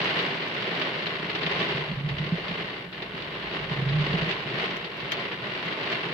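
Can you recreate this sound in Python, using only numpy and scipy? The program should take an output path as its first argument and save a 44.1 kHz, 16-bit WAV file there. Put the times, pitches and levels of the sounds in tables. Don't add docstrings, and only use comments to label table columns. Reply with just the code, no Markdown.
import sys
import numpy as np
from scipy import signal
from scipy.fft import rfft, irfft, next_fast_len
from scipy.io import wavfile

SR = 44100
rng = np.random.default_rng(int(sys.argv[2]) if len(sys.argv) > 2 else 0)


def digitize_waveform(pressure):
    field = np.atleast_2d(pressure).T
    bounded = np.clip(field, -1, 1)
    quanta = np.round(bounded * 32767).astype(np.int16)
    wavfile.write(sys.argv[1], SR, quanta)


def volts(x):
    e = np.asarray(x, float) / 20
    return 10 ** e


N = 270333
GLASS_FROM_HZ, ROOF_TO_HZ = 1043, 1330
MEAN_RAIN_DB = -36


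def rms_one(x):
    return x / np.sqrt(np.mean(x ** 2) + 1e-20)


def in_time(rows):
    s, *columns = np.transpose(rows)
    return [np.interp(np.arange(N) / SR, s, c) for c in columns]


def at_hz(points, hz):
    table_hz, value = np.transpose(points)
    return np.interp(np.log(hz + 1), np.log(table_hz), value)


def drift(rate_hz):
    step = 40
    r = np.exp(-2 * np.pi * rate_hz * step / SR)
    noise = rng.standard_normal(N // step + 2002)
    slow = signal.lfilter([1], [1, -2 * r, r * r], noise)[2000:]
    return np.interp(np.arange(N) / step, np.arange(len(slow)), rms_one(slow))


def colour(x, db_at):
    size = 8192
    ceps = irfft(db_at(np.fft.rfftfreq(size, 1 / SR)) * np.log(10) / 20)
    ceps[..., 1:size // 2] *= 2
    ceps[..., size // 2 + 1:] = 0
    kernel = np.atleast_2d(irfft(np.exp(rfft(ceps))))
    return signal.oaconvolve(np.atleast_2d(x), kernel, axes=-1)[:, :N]


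def band(x, low_hz, high_hz):
    sos = signal.butter(3, [low_hz, high_hz], "band", fs=SR, output="sos")
    return signal.sosfilt(sos, x)


def bursts(times_s, peak_db, t60_s, rise_s, longer_db=0):
    length = 9000
    out, t = np.zeros(N + length), np.arange(length) / SR
    for s, db in zip(times_s, peak_db):
        at = round(s * SR)
        own_t60_s = max(t60_s * volts(longer_db * (db - max(peak_db))), 0.01)
        out[at:at + length] += volts(db - 60 * t / own_t60_s) * np.minimum(t / rise_s, 1)
    return out[:N]


# (frequency [Hz], density [dB per Hz])
CABIN_COLOUR = [(120, -26.5), (200, -10), (308, 2), (388, -3), (529, -5), (646, -0.5), (731, -4.5),
                (1090, -2.5), (1310, -6.5), (1960, -2), (2360, -3), (2930, -2), (4520, -16.5),
                (5880, -35.5), (8000, -54.5), (10400, -73.5), (17600, -120)]
# (frequency [Hz], width [Hz], level [dB])
CABIN_RESONANCES = [(393, 290, 10), (1020, 130, 1), (2930, 420, -1.5), (317, 92, -7.5), (2480, 410, -1.74),
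                    (3700, 610, 2.16)]


def cabin_db(hz):
    peaks_db = sum(db / (1 + ((hz - f) / (w / 2)) ** 2) for f, w, db in CABIN_RESONANCES)
    return at_hz(CABIN_COLOUR, hz) + peaks_db


# (frequency [Hz], likeness [0-1])
PORT_LIKENESS = [(60, 1), (200, 0.98), (350, 0.86), (600, 0.66), (1000, 0.46), (1600, 0.012)]


def ports(pair):
    size = next_fast_len(N)
    alike = np.clip(at_hz(PORT_LIKENESS, np.fft.rfftfreq(size, 1 / SR)), 0, 1)
    mid, side = rfft(pair, size) * np.sqrt([1 + alike, 1 - alike])
    return irfft(np.array([mid + side, mid - side]), size)[:, :N] / np.sqrt(2)


# (time [s], level [dB])
DOWNPOUR = [(0, -29), (.42, -34), (.85, -33), (1.24, -36), (1.6, -33.5), (1.8, -35), (1.95, -41),
            (2.6, -37), (2.92, -42), (3.5, -37.5), (3.96, -36.5), (4.2, -31.5), (4.45, -37.5), (4.64, -32),
            (4.9, -42), (5.5, -35.5), (5.92, -33), (6.13, -35)]
# (time [s], level [dB], length [s])
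GUSTS_AND_LULLS = [(0.24, 1, 0.066), (1.515, 3.5, 0.01), (1.65, 3, 0.15), (2.044, -3, 0.035),
                   (2.511, 2.5, 0.016), (2.63, 1.5, 0.075), (2.89, -5, 0.051), (3.09, -1.5, 0.085),
                   (3.555, 3.5, 0.016), (3.735, 4, 0.028), (4.067, 3, 0.014), (4.293, 3.5, 0.02),
                   (4.622, 1.5, 0.077), (5.067, 3, 0.12), (4.03, 1.5, 0.018), (3.177, 3, 0.02),
                   (4.703, -0.5, 0.041), (5.213, 4, 0.051), (5.39, -3, 0.036), (5.93, 2.5, 0.033)]


def downpour():
    t = np.arange(N) / SR
    gusts_db = sum(db * np.exp(-((t - s) / length) ** 2) for s, db, length in GUSTS_AND_LULLS)
    return in_time(DOWNPOUR)[0] - MEAN_RAIN_DB + gusts_db


def drops(per_s, spread_db, clump_db):
    sizes = volts(spread_db * np.minimum(rng.exponential(1, N), 4.3)) * rng.choice([-1, 1], N)
    born = rng.random(N) < per_s / SR
    return sizes * born * volts(clump_db * (1.6 * drift(8.9) + 0.16 * drift(30)))


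def panels(hits, t60_s, crack_db, count=11):
    t = np.arange(6000) / SR
    shape = volts(-60 * t / t60_s) + volts(crack_db - 60 * t / 0.015)
    size = next_fast_len(N + len(t))
    spot = rng.integers(0, count, N)
    out = 0
    for k in range(count):
        answer = rng.standard_normal((2, len(t))) * shape
        out = out + rfft(hits * (spot == k), size) * rfft(answer, size)
    return irfft(out, size)[:, :N]


# (frequency [Hz], density [dB per Hz])
LEAK_COLOUR = [(3240, -16), (5500, -3.5), (6630, -15.5), (8200, -17), (9880, -21), (14800, -23),
               (15900, -22)]


def rain():
    swing_db = downpour()
    hits = drops(per_s=2600, spread_db=3.5, clump_db=0.11)
    shower = ports(panels(hits, t60_s=0.063, crack_db=4.5))
    drumming = ports(panels(hits, t60_s=0.11, crack_db=-8.5))
    glass = rms_one(band(colour(shower, cabin_db), GLASS_FROM_HZ, 12600))
    roof = rms_one(band(colour(drumming, cabin_db), 184, ROOF_TO_HZ))
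    leak = rms_one(colour(shower, lambda hz: at_hz(LEAK_COLOUR, hz)))
    out = volts(MEAN_RAIN_DB + swing_db + 2.5) * glass
    out += volts(-37 + 0.86 * swing_db) * roof
    return out + volts(-70.5 + 1.5 * swing_db) * leak


# (time [s], peak [dB], thud [dB], left-right [dB])
HEAVY_DROPS = [(0.0132, -18, -34, 2), (0.189, -19.5, -33, 11), (0.62, -21, -38, -1),
               (0.814, -16.5, -36, -2), (1.065, -17, -27, 0), (1.2974, -20, -43, -1),
               (1.3504, -18, -41, -1), (1.43, -21, -38, 10), (1.4623, -16.5, -25, 0), (1.601, -19, -25, -1),
               (1.696, -32, -26, -7), (2.0874, -21.5, -38, -2), (2.1817, -21.5, -36, -2),
               (2.262, -25.5, -37, -1), (2.375, -29, -40, 3), (2.48, -23, -41, 0), (2.926, -28.5, -49, 4),
               (3.0205, -21.5, -26, 0), (3.2196, -24, -30, -3), (3.568, -29, -40, -5),
               (3.8876, -23.5, -36, 5), (4.0103, -22, -37, -2), (4.044, -28, -37, 2), (4.128, -21, -23, -4),
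               (4.3088, -15.5, -36, -6), (4.844, -22.5, -30, 2), (5, -23, -31, -4), (5.1175, -14.5, -42, 2),
               (5.168, -27, -27, 2), (5.696, -36, -29, -7)]


def heavy_drops():
    t60_s, rise_s = 0.097, 0.0023
    s, peak_db, thud_db, pan_db = np.transpose(HEAVY_DROPS)
    noise = ports(rng.standard_normal((2, N)))
    grain = colour(noise, lambda hz: cabin_db(hz) + 7.4 * np.log2(1 + hz / 2500))
    splat = np.array([bursts(s, peak_db - 7 + side * pan_db / 2, t60_s, rise_s) for side in (1, -1)])
    thud = bursts(s, thud_db - 6, 1.7 * t60_s, 2 * rise_s)
    out = splat * rms_one(band(grain, GLASS_FROM_HZ, 7000))
    return out + thud * rms_one(band(grain, 230, ROOF_TO_HZ))


# (frequency [Hz], density [dB per Hz])
BODY_COLOUR = [(12, -71), (20, -39), (48, -27.5), (85, -6), (94, -15), (107, -2.5), (140, -2.5), (172, 2),
               (211, -6), (300, -15.5), (390, -42.5), (660, -120)]
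# (time [s], level [dB])
MOTOR_LOAD = [(0.0, -33), (0.03, -58), (0.51, -71), (2.03, -50), (2.1, -44), (2.78, -63), (3.87, -49),
              (3.91, -41), (4.18, -47), (4.23, -43), (4.35, -58), (6.13, -67)]


def boom():
    motor_db, = in_time(MOTOR_LOAD)
    rumble = colour(ports(rng.standard_normal((2, N))), lambda hz: at_hz(BODY_COLOUR, hz))
    shaking = np.hypot(volts(-43 + 0.6 * downpour()), volts(motor_db + 6))
    body = shaking * volts(1.34 * drift(21)) * rms_one(band(rumble, 119, 467))
    return body + volts(motor_db + 0.5) * rms_one(band(rumble, 21, 51.4))


# (time [s], peak [dB])
SPLASH_TICKS = [(0.041, -50), (0.189, -52), (0.2219, -53), (0.2952, -55), (0.4798, -54), (0.5407, -55),
                (0.7941, -52), (1.064, -60), (1.3523, -56), (1.5973, -55), (2.3565, -65), (3.9998, -64),
                (4.0412, -59), (4.2921, -54), (4.6174, -52), (4.7032, -54), (4.7656, -50), (4.9696, -57),
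                (5.116, -38), (5.6516, -53.5), (5.8301, -64), (5.9189, -49)]
# (frequency [Hz], density [dB per Hz])
SPLASH_COLOUR = [(3000, -7), (5800, 17), (8000, -8), (11000, -13), (14500, -1), (16000, -22)]


def ticks():
    s, peak_db = np.transpose(SPLASH_TICKS)
    spray = colour(rng.standard_normal((2, N)), lambda hz: at_hz(SPLASH_COLOUR, hz))
    envelope = bursts(s, peak_db + 3.5, t60_s=0.066, rise_s=0.003, longer_db=0.2)
    return envelope * rms_one(spray) * volts([[-2.5], [1.5]])


# (time [s], peak [dB], pitch [Hz])
BLADE_KNOCKS = [(1.451, -20, 176), (1.745, -18.5, 146), (1.914, -17.5, 182), (2.257, -24, 169),
                (2.321, -8, 171.6), (2.509, -23, 169), (2.64, -25, 172), (3.138, -25.5, 164),
                (3.712, -14.5, 142), (3.82, -14.5, 143), (4.136, -9.5, 167), (4.22, -13, 158.3),
                (4.456, -24.5, 149), (4.537, -24, 146), (5.027, -24.5, 138)]
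# (time [s], peak [dB], pitch [Hz])
BLADE_SLIPS = [(1.792, -27.5, 151), (1.884, -24.5, 145), (1.961, -20.5, 138.4), (2.034, -16.5, 148.4),
               (2.103, -17.5, 145.2), (2.192, -19, 149), (3.772, -18.5, 133), (4.084, -19, 150.7)]
# (time [s], peak [dB], pitch [Hz])
ARM_THUDS = [(1.607, -34, 426), (1.717, -23, 393), (1.761, -27, 382), (2.275, -26.5, 403), (2.38, -29, 420),
             (3.026, -28, 440), (4.637, -21, 455)]


def knocks():
    length = 9000
    out, t = np.zeros(N + length), np.arange(length) / SR
    kinds = [(BLADE_KNOCKS, 0.0097, 0.096), (BLADE_SLIPS, 0.028, 0.32), (ARM_THUDS, 0.0034, 0.059)]
    for rows, rise_s, t60_s in kinds:
        shape = volts(-60 * t / t60_s) * np.sin(np.pi / 2 * np.minimum(t / rise_s, 1)) ** 2
        for s, db, hz in rows:
            turn = 2 * np.pi * hz * t
            modes = np.sin(turn) + 0.076 * np.sin(0.724 * turn) + 0.12 * np.sin(1.27 * turn)
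            at = round((s - 0.26 * rise_s) * SR)
            out[at:at + length] += volts(db) * shape * modes
    return out[:N]


# (time [s], pitch [Hz], level [dB])
BLADE_JUDDER = [
    [(3.84, 137.7, -49), (3.864, 144, -22.5), (3.896, 134, -25.5), (3.96, 153.7, -24), (4.022, 146, -23.5),
     (4.04, 147, -32), (4.07, 154, -30)],
]


def judder():
    out, t = np.zeros(N), np.arange(N) / SR
    for rows in BLADE_JUDDER:
        hz, db = in_time(rows)
        on = np.clip(np.minimum(t - rows[0][0], rows[-1][0] - t) / 0.009, 0, 1)
        tone = np.sin(2 * np.pi * np.cumsum(hz) / SR)
        out += on * np.sqrt(2) * volts(db + 0.8 * drift(25)) * tone
    return out


def wipers():
    return band(knocks() + judder(), 111, 2000)


def scene():
    return rain() + heavy_drops() + boom() + ticks() + wipers()


# (frequency [Hz], left-right [dB])
PORT_DIFFERENCE = [(60, -1.5), (200, -2.5), (350, 1.1), (760, -3), (1150, 0), (1500, 1), (2000, 5.5),
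                   (2500, -1), (3000, -3), (3700, 3.5), (4500, 10), (5600, 0.5), (7000, -8.5), (10000, -12)]


def microphone(dry):
    heard = colour(dry, lambda hz: np.outer([0.5, -0.5], at_hz(PORT_DIFFERENCE, hz)))
    hiss = volts(-69) * band(rng.standard_normal((2, N)), 4000, 17000) * volts([[-5], [2.5]])
    return heard + hiss


def low_pass(x):
    return signal.sosfilt(signal.butter(12, 15760, fs=SR, output="sos"), x)


def record(dry):
    top = signal.ellip(8, 0.5, 60, 15600, fs=SR, output="sos")
    return low_pass(signal.sosfilt(top, microphone(dry)))


dry = scene()
out = record(dry)
digitize_waveform(out)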